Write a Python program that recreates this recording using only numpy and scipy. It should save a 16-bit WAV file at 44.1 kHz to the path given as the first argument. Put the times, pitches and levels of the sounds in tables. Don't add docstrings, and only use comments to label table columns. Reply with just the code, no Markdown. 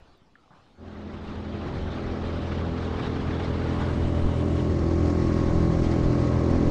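import sys
import numpy as np
from scipy import signal
from scipy.fft import rfft, irfft
from scipy.io import wavfile
from scipy.ndimage import uniform_filter1d

SR = 44100
rng = np.random.default_rng(int(sys.argv[2]) if len(sys.argv) > 2 else 0)


def volts_from_decibels(level):
    exponent = np.asarray(level, float) / 20
    return 10 ** exponent


def to_wav(s):
    ch = np.atleast_2d(s).T
    pcm = np.round(np.clip(ch, -1, 1) * 32767)
    wavfile.write(sys.argv[1], SR, pcm.astype(np.int16))


N = 295818
CYCLE_HZ = 41.9


def evened(x):
    return x / np.sqrt(np.mean(x ** 2) + 1e-20)


def seconds():
    return np.arange(N) / SR


def curve(rows, column=1):
    table = np.array(rows)
    return np.interp(seconds(), table[:, 0], table[:, column])


def drift(hz, count=1, size=1):
    length = N // 64 + 2
    rate_hz = np.fft.rfftfreq(length, 64 / SR)
    slow = irfft(rfft(rng.standard_normal((count, length))) / (1 + (rate_hz / hz) ** 2))
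    at = np.arange(0, N, size) / 64
    return np.array([np.interp(at, np.arange(len(s)), evened(s)) for s in slow])


def noise(points, band_hz, patchy_db, size=512):
    speck_db, speck_from_hz = 1.8, 800
    frames, hz = 4 * N // size + 5, np.fft.rfftfreq(size, 1 / SR)
    a, b, grain = rng.standard_normal((frames, len(hz), 3)).T
    specks = evened(uniform_filter1d(uniform_filter1d(grain, size=2, axis=0), size=5, axis=1))
    patches = evened(uniform_filter1d(uniform_filter1d(grain, size=9, axis=0), size=10, axis=1))
    f, level_db = np.transpose(points)
    colour = volts_from_decibels(np.interp(np.log(hz + 1), np.log(f + 1), level_db, left=-90, right=-90))
    lift_db = patchy_db * patches + speck_db * specks * (hz > speck_from_hz)[:, None]
    z = (a + 1j * b) * colour[:, None] * volts_from_decibels(lift_db)
    inside = (hz > band_hz[0]) & (hz < band_hz[1])
    share = np.sum(colour[inside] ** 2) / np.sum(colour ** 2)
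    sound = signal.istft(z, nperseg=size, noverlap=3 * size // 4)[1][:N]
    return evened(sound) / np.sqrt(share)


# time in seconds, cycle rate in Hz.
SPEED = [(.7, 41.92), (2, 41.93), (3.2, 41.98), (4.2, 41.93), (5.8, 41.9), (6.15, 41.83), (6.45, 41.9),
         (6.71, 41.9)]


def crank_turns():
    return np.cumsum(curve(SPEED) + .02 * drift(2.5)[0]) / SR


# time in seconds, facing the motor 0-1.
TURN = [
    (.7, 0.02),
    (1.7, 0),
    (2.7, 0.35),
    (3.6, 0.52),
    (4.4, 0.89),
    (5.1, 1),
    (6.71, 0.92),
]


def facing_motor():
    return np.clip(curve(TURN), 0, 1)


# order of the cycle rate, level in dB.
AWAY = [(1, -29.0), (2, -3.0), (3, -15.0), (4, -20.0), (5, -6.0), (6, -11.0), (7, -17.0), (8, -12.0),
        (9, -14.0), (10, -18.0), (11, -22.0), (12, -32.0), (13, -22.0), (14, -17.0), (15, -42.0),
        (16, -23.0), (17, -43.0), (18, -38.0), (19, -24.0), (20, -25.0), (21, -35.0), (22, -44.0),
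        (23, -43.0), (24, -46.0), (25, -45.0), (26, -40.0), (27, -34.0), (28, -33.0), (29, -32.0),
        (30, -31.0), (31, -33.0), (32, -32.0)]
SIDE_ON = [(1, -27.0), (2, -3.0), (3, -6.0), (4, -16.0), (5, -10.0), (6, -8.0), (7, -14.0), (8, -14.0),
           (9, -19.0), (10, -12.0), (11, -16.0), (12, -28.0), (13, -21.0), (14, -22.0), (15, -40.0),
           (16, -31.0), (17, -34.0), (18, -30.0), (19, -29.0), (20, -36.0), (21, -33.0), (22, -40.0),
           (23, -31.0), (24, -39.0), (25, -38.0), (26, -29.0), (27, -36.0), (28, -34.0), (29, -36.0),
           (30, -33.0), (31, -36.0), (32, -35.0)]
FACING = [(1, -28.0), (2, -3.0), (3, -5.0), (4, -10.0), (5, -10.0), (6, -13.0), (7, -8.0), (8, -7.0),
          (9, -13.0), (10, -18.0), (11, -26.0), (12, -41.0), (13, -17.0), (14, -17.0), (15, -32.0),
          (16, -36.0), (17, -30.0), (18, -28.0), (19, -33.0), (20, -35.0), (21, -47.0), (22, -51.0),
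          (23, -45.0), (24, -51.0), (25, -48.0), (26, -23.0), (27, -30.0), (28, -37.0), (29, -52.0),
          (30, -32.0), (31, -36.0), (32, -40.0)]
# ring in Hz, phase turn in rad.
PANELS = [(190, 1.8), (315, 2.3), (398, 2.9), (480, 2.6), (566, .8)]


def firing(turns, facing):
    panel_width_hz, lead_rad, delay_rad, wander_rad = 5, .6, .05, .04
    bench_hz, bench_width_hz, bench_turn_rad = 210, 75, 2.1
    order = np.transpose(FACING)[0]
    at, hz = np.arange(0, N, 256), order * CYCLE_HZ
    held = sum(turn * (.5 + np.arctan((hz - f) / panel_width_hz) / np.pi) for f, turn in PANELS)
    lag = lead_rad - delay_rad * order - held
    bench = bench_turn_rad * np.exp(-((hz - bench_hz) / bench_width_hz) ** 2)[:, None]
    bench = bench * np.clip(1.9 - 2.4 * facing[at], 0, 1)
    wander = wander_rad * np.minimum(order, 16)[:, None] * drift(2.5, count=len(order), size=256)
    lag = lag[:, None] + bench + wander
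    waver_db = 1.3 * drift(3.0, count=len(order), size=256) + spots_db(order, at / SR)
    heard_db = np.array([AWAY, SIDE_ON, FACING])[:, :, 1].T
    low = np.arange(0, N, 8)
    cycle, tone, out = np.exp(2j * np.pi * turns[::8]), 1, 0
    for db, p, w in zip(heard_db, lag, waver_db):
        tone = tone * cycle
        level = volts_from_decibels(np.interp(facing[at], (0, .5, 1), db) + w)
        out = out + (tone * np.interp(low, at, level * np.exp(1j * p))).real
    return signal.resample_poly(out, 8, 1, window=("kaiser", 10))[:N]


# time in seconds, tone in Hz, lift in dB, length in seconds.
SPOTS = [(1.7, 84, -1.5, 0.13), (6.35, 84, -2, .3), (2.5, 126, -6, 0.1), (4.9, 126, -2.5, 0.26),
         (6.5, 126, -0.5, 0.18), (2.65, 168, 13.5, 0.16), (5.6, 168, 4.5, 0.21), (2.3, 252, 1.5, 0.51),
         (2.55, 252, -12, 0.094), (3.48, 252, -3.5, 0.09), (6.4, 252, -5, 0.17), (6.55, 252, 11, 0.12),
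         (2.6, 293, -8, 0.18), (6, 293, 0.5, 0.2), (4.4, 335, -1, 0.34), (4.74, 335, 1, 0.21),
         (4.4, 335, -12, 0.076), (6.4, 335, -2.5, 0.25), (2.4, 377, 1.5, .35), (4.9, 377, 2.5, 0.32),
         (2.8, 419, 1.5, .3), (4.1, 419, -3, .3), (5.1, 419, -8, 0.31), (2.9, 461, 4, .3),
         (4.9, 461, -9.5, 0.55), (2.5, 545, 5.5, .3), (3.2, 545, -6, 0.17), (2.54, 587, 4, 0.46),
         (3.1, 587, -11, 0.15), (4.12, 587, 3, 0.24), (5.2, 587, -3.5, 0.36), (4.15, 168, -5, 0.15),
         (4.84, 210, -1, .2), (4, 84, 2, 0.31), (6.5, 335, 1.5, .2), (4.2, 1090, -3.5, .4),
         (3.0, 629, -8, .3), (5.2, 545, -2, .3), (4.1, 587, 2, .3), (5.6, 293, 4, 0.083),
         (6.1, 126, 0.5, 0.12), (4.63, 210, 1, 0.091), (2.5, 210, -1.5, .15), (4.35, 335, -3, 0.21),
         (1.0, 210, 3.5, .35), (5.7, 252, -4, 0.24), (6.4, 461, 6, .2), (4.7, 503, 5, 0.34),
         (6.3, 629, 2, .4)]


def spots_db(order, t):
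    return sum(db * np.exp(-((t - s) / length) ** 2) * (order == round(hz / CYCLE_HZ))[:, None]
               for s, hz, db, length in SPOTS)


# frequency in Hz, level in dB.
GEAR = [(1593, -64), (2304, -65), (2681, -73), (2891, -72), (3898, -72), (4064, -72), (5530, -75),
        (5696, -73), (6288, -75), (6498, -76)]


def clatter(turns):
    order = np.arange(33, 170)
    height, phase = rng.random((2, len(order)))
    height = volts_from_decibels(-65.5) * (0.48 + height) * (order / 40) ** -1.1
    for hz, db in GEAR:
        height[round(hz / CYCLE_HZ) - order[0]] = volts_from_decibels(db + 6.5)
    step = np.arange(4096) / 4096
    cycle = height @ np.cos(2 * np.pi * (order[:, None] * step + phase[:, None]))
    return np.interp(turns % 1, step, cycle, period=1)


# frequency in Hz, density in dB per Hz.
HISS = [(880, -28), (1500, -1), (2030, 3), (2220, -1), (2570, -10.5), (2920, -11.5), (3160, -34),
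        (4180, -5), (5030, -8), (5540, -7.5), (6000, -11), (6550, -10.5), (8470, -20.5), (10200, -32),
        (13200, -59.5), (22000, -120)]
SHADED = [(880, -27), (2030, 1.5), (2570, -9.5), (3000, 1), (3600, -13.5), (4400, -13), (5800, -16),
          (6700, -15.5), (8470, -18), (10200, -34), (13200, -57.5), (22000, -120)]


def cowl():
    clear_s, clearing_s, shaded_db = 4.59, 0.45, -2
    clear = np.pi / 2 * np.clip(.5 + (seconds() - clear_s) / clearing_s, 0, 1)
    unshaded = np.sin(clear) * noise(HISS, (5500, 10000), 0.72)
    return unshaded + np.cos(clear) * volts_from_decibels(shaded_db) * noise(SHADED, (5500, 10000), 0.7)


def cowl_hiss(turns, facing, crest_db, slaps, puffs):
    throb = 1 + 0.18 * facing * np.cos(2 * np.pi * turns) + 0.09 * np.cos(4 * np.pi * turns)
    level = volts_from_decibels(-39 + 0.97 * crest_db + 0.58 * slaps + 0.41 * puffs)
    return level * np.minimum(facing / 0.65, 1) ** 3.4 * throb * cowl()


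# frequency in Hz, density in dB per Hz.
ROAR = [(29, -28), (50, -2.5), (91, -6.5), (249, -10), (321, -10.5), (481, -16), (576, -17.5), (649, -18.5),
        (917, -26), (1100, -25.5), (1800, -47.5), (2340, -58.5), (3960, -120)]


def hull_roar(turns, facing):
    shake = 1 - .25 * np.cos(2 * np.pi * (turns - .2))
    return volts_from_decibels(-5.0 - 3.8 * facing) * shake * noise(ROAR, (70, 700), 1.1, size=2048)


# frequency in Hz, density in dB per Hz.
SPRAY = [(410, -24.5), (700, -9), (813, 1), (914, -5.5), (1120, -4), (1190, -3.5), (1340, -4.5),
         (2690, -13.5), (2960, -13), (3830, -15), (5870, -27), (9000, -43), (11700, -70), (19800, -120)]


def bow_spray(facing, crest_db, slaps):
    shade_db = -12.5 * facing ** 2.9
    return volts_from_decibels(-19 + crest_db + shade_db + 1.0 * slaps) * noise(SPRAY, (1400, 4500), 0.8)


# crest in seconds, lift in dB, build-up in seconds.
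WAVES = [(1.14, 3, 0.072), (1.33, 2.5, 0.52), (1.67, 2.5, 0.022), (1.77, 3, 0.025), (1.95, 3, 0.082),
         (2.53, 3.5, 0.092), (2.36, 2, 0.055), (2.6, 0, 0.018), (3.0, 4, 0.041), (3.06, 6, 0.04),
         (3.45, 4, 0.075), (3.95, 1.5, 0.6), (4.37, 3, 0.031), (4.6, 1.5, 0.11), (5.08, 4, .05),
         (5.36, -3, .004), (5.4, 3.5, 0.3), (5.5, 2, .06), (5.61, 2.5, .06), (5.85, 5.5, 0.022),
         (5.92, 6, 0.1), (6.24, 1.5, 0.06), (6.45, 0, .08), (6.7, -5, 0.093)]


def waves_db():
    drop_s, trough_share, trough_s = 0.033, 0.12, 0.098
    t = np.arange(0, N + 64, 64) / SR
    lift_db = np.max([db * np.exp(-abs(t - s) / np.where(t < s, build, drop_s)) for s, db, build in WAVES], axis=0)
    trough_db = sum(trough_share * db * np.sin(np.pi * np.clip((t - s) / trough_s, 0, 1)) ** 2
                    for s, db, build in WAVES)
    return np.interp(seconds(), t, lift_db - trough_db)


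# frequency in Hz, density in dB per Hz.
WIND = [(8, -28.5), (14, 2), (30, -5.5), (48, -6.5), (62, -7.5), (80, -16), (120, -65)]


def wind_rumble():
    return volts_from_decibels(-22.5 + gusts_db() + 0.9 * drift(4.0)[0]) * noise(WIND, (20, 62), 0.99, size=8192)


# time in seconds, lift in dB, length in seconds.
GUSTS = [(1.0, 11, .05), (1.14, 8, .04), (1.3, 13, .05), (1.813, 19, .06), (2.06, 14, 0.046),
         (2.24, 14, 0.067), (2.505, -2, .06), (2.95, 5, .05), (3.27, 2, .06), (3.46, 7, .05),
         (3.82, 5, 0.074), (4.045, 22, 0.055), (4.253, 20.5, 0.04), (4.8, 9, .06), (4.963, 15.5, 0.05),
         (5.27, 16.5, 0.047), (5.466, 17.5, 0.07), (5.576, 16, 0.074), (5.844, 15, 0.08),
         (6.057, 15, 0.049), (6.313, 6, .05), (6.55, 16, 0.054), (6.68, 15.5, 0.063)]


def gusts_db():
    t = np.arange(0, N + 64, 64) / SR
    lift_db = np.max([db * np.exp(-((t - s) / length) ** 2) for s, db, length in GUSTS], axis=0)
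    return np.interp(seconds(), t, lift_db)


# frequency in Hz, density in dB per Hz.
AIR = [(7000, -23), (10500, 5.5), (12500, -3.5), (15000, -5.5), (16500, -37.5)]


def open_air(patchy_db):
    return noise(AIR, (10500, 15000), patchy_db)


# time in seconds, motor and hull level in dB.
BOAT = [(.72, -25), (.9, -40.5), (1.55, -31.5), (2.15, -29), (2.7, -28), (3.3, -26), (4.0, -24.5),
        (4.9, -22.5), (5.55, -21), (5.9, -21.5), (6.1, -20.5), (6.71, -20.5)]


def boat():
    turns, facing = crank_turns(), facing_motor()
    level_db, crest_db = curve(BOAT), waves_db()
    slaps, puffs = drift(30.0, count=2)
    motor = firing(turns, facing) + volts_from_decibels(13.5 + 4.3 * facing) * clatter(turns)
    hull = hull_roar(turns, facing)
    wind = wind_rumble()
    water = bow_spray(facing, crest_db, slaps) + cowl_hiss(turns, facing, crest_db, slaps, puffs)
    air = volts_from_decibels(.5 * level_db - 81.5 + 2.5 * slaps) * open_air(3.0)
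    fade = np.clip((seconds() - .76) / .125, 0, 1) ** 1.5
    late = np.clip((seconds() - .7) / .22, 0, 1)
    return fade * (volts_from_decibels(level_db) * (motor + hull + wind + late * water) + air)


# time in seconds, peak in dB.
STEPS = [(0.9448, -72), (1.0779, -77), (1.2116, -84), (1.3114, -83), (1.3783, -77), (1.4451, -81),
         (1.512, -70), (1.5788, -79), (1.712, -78), (1.8123, -76), (1.8457, -77), (1.9295, -83),
         (2.0123, -85)]


def fader_steps():
    hz, t60_s, lift_db = 13500, .001, 14
    t, out = np.arange(200) / SR, np.zeros(N)
    tick = volts_from_decibels(-60 * t / t60_s) * (1 - np.exp(-t / (.15 * t60_s))) * np.sin(2 * np.pi * hz * t)
    for s, db in STEPS:
        out[round(s * SR):][:len(t)] += volts_from_decibels(db + lift_db) * tick
    return out


# time in seconds, peak in dB, ring in Hz, t60 in seconds.
TICKS = [(.022, -39, 60, .035), (.002, -66, 12000, .001), (.176, -60, 13500, .0012), (.218, -42, 150, .014),
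         (.3548, -39, 1700, .009), (.358, -47, 1350, .012), (.506, -46, 1200, .012), (.52, -51, 1450, .012),
         (.402, -72, 11000, .001), (.437, -54, 1300, .025), (.478, -49, 1100, .012), (.505, -44, 150, .035),
         (.535, -47, 170, .035), (.585, -50, 90, .05), (.618, -50, 110, .04)]


def footstep_ticks():
    t, out = np.arange(4000) / SR, np.zeros(N)
    for s, db, hz, t60 in TICKS:
        rise = 1 - np.exp(-t / (.15 * t60))
        out[round(s * SR):][:len(t)] -= volts_from_decibels(db + 8 - 60 * t / t60) * rise * np.sin(2 * np.pi * hz * t)
    return out


# start in seconds, peak in dB, attack in seconds, fading in dB per second, length in seconds.
SCUFF = (.504, -60, .005, 60, .14)
# frequency in Hz, density in dB per Hz.
GRIT = [(59, -39), (100, -16.5), (420, -16), (600, -12), (937, -4), (1450, -7), (1800, -22), (2860, -45)]


def scuff():
    start, db, attack, fading_db, length = SCUFF
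    t = seconds() - start
    rise = np.clip(t / attack, 0, 1)
    lift_off = np.clip((length - t) / (8 * attack), 0, 1)
    stroke = rise * lift_off * volts_from_decibels(db - fading_db * np.clip(t, 0, 1))
    return stroke * noise(GRIT, (100, 2200), 2.5, size=256)


# frequency in Hz, density in dB per Hz.
SHORE = [(12, -28), (20, 2), (70, -7), (286, -6), (549, -12), (731, -11.5), (1000, -15), (1110, -13),
         (1970, -23), (3490, -24), (5300, -29), (10200, -49), (13200, -79), (22000, -120)]
# time in seconds, level in dB.
SHORE_DB = [(0, -64), (.11, -63), (.22, -68), (.45, -67), (.62, -64), (.8, -65)]


def shore():
    fade = np.clip((1.6 - seconds()) / .8, 0, 1)
    leaves = volts_from_decibels(curve(SHORE_DB) + 4) * noise(SHORE, (100, 1300), 2, size=1024)
    air = volts_from_decibels(-101) * open_air(1)
    return fade * (leaves + air) + scuff() + footstep_ticks()


def scene():
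    return (shore() + boat() + fader_steps())[None]


# time in seconds, edge in Hz, share left above it 0-1.
EDGE = [(0, 16000, 0), (1.9, 16000, .6), (2.05, 12500, .45), (3.25, 12900, .35), (3.35, 14300, 0),
        (5.5, 14300, 0), (5.78, 13000, 0), (5.82, 14400, 0), (6.05, 13200, 0), (6.15, 14300, 0),
        (6.55, 13100, 0), (6.71, 14200, 0)]
# time in seconds, length in seconds.
OPEN = [(2.7, .025), (2.8, .03), (2.97, .02), (3.15, .04), (3.68, .015), (3.8, .02), (4.02, .05),
        (4.23, .025), (4.44, .015), (4.73, .025), (5.04, .02), (5.26, .015), (6.08, .015), (6.3, .015)]


def narrowed(x):
    hz, t, z = signal.stft(x, SR, nperseg=1024, noverlap=768)
    wide = sum(np.exp(-((t - s) / length) ** 2) for s, length in OPEN)
    at = np.minimum((t * SR).astype(int), N - 1)
    edge_hz = (curve(EDGE) + 350 * drift(12)[0])[at] + 2500 * wide
    gain = np.clip((edge_hz - hz[:, None]) / 150, curve(EDGE, column=2)[at], 1)
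    return signal.istft(z * gain, SR, nperseg=1024, noverlap=768)[1][:, :N]


def band_limit(x):
    return signal.sosfilt(signal.butter(12, 15550, fs=SR, output="sos"), x)


def record(dry):
    ceiling, offset = .5, .0005
    fade = np.clip((N - np.arange(N)) / 150, 0, 1)
    limited = ceiling * np.tanh(dry / ceiling)
    hiss = volts_from_decibels(-104) * rng.standard_normal(dry.shape)
    return band_limit(narrowed(fade * (limited - offset) + hiss))


dry = scene()
out = record(dry)
to_wav(out)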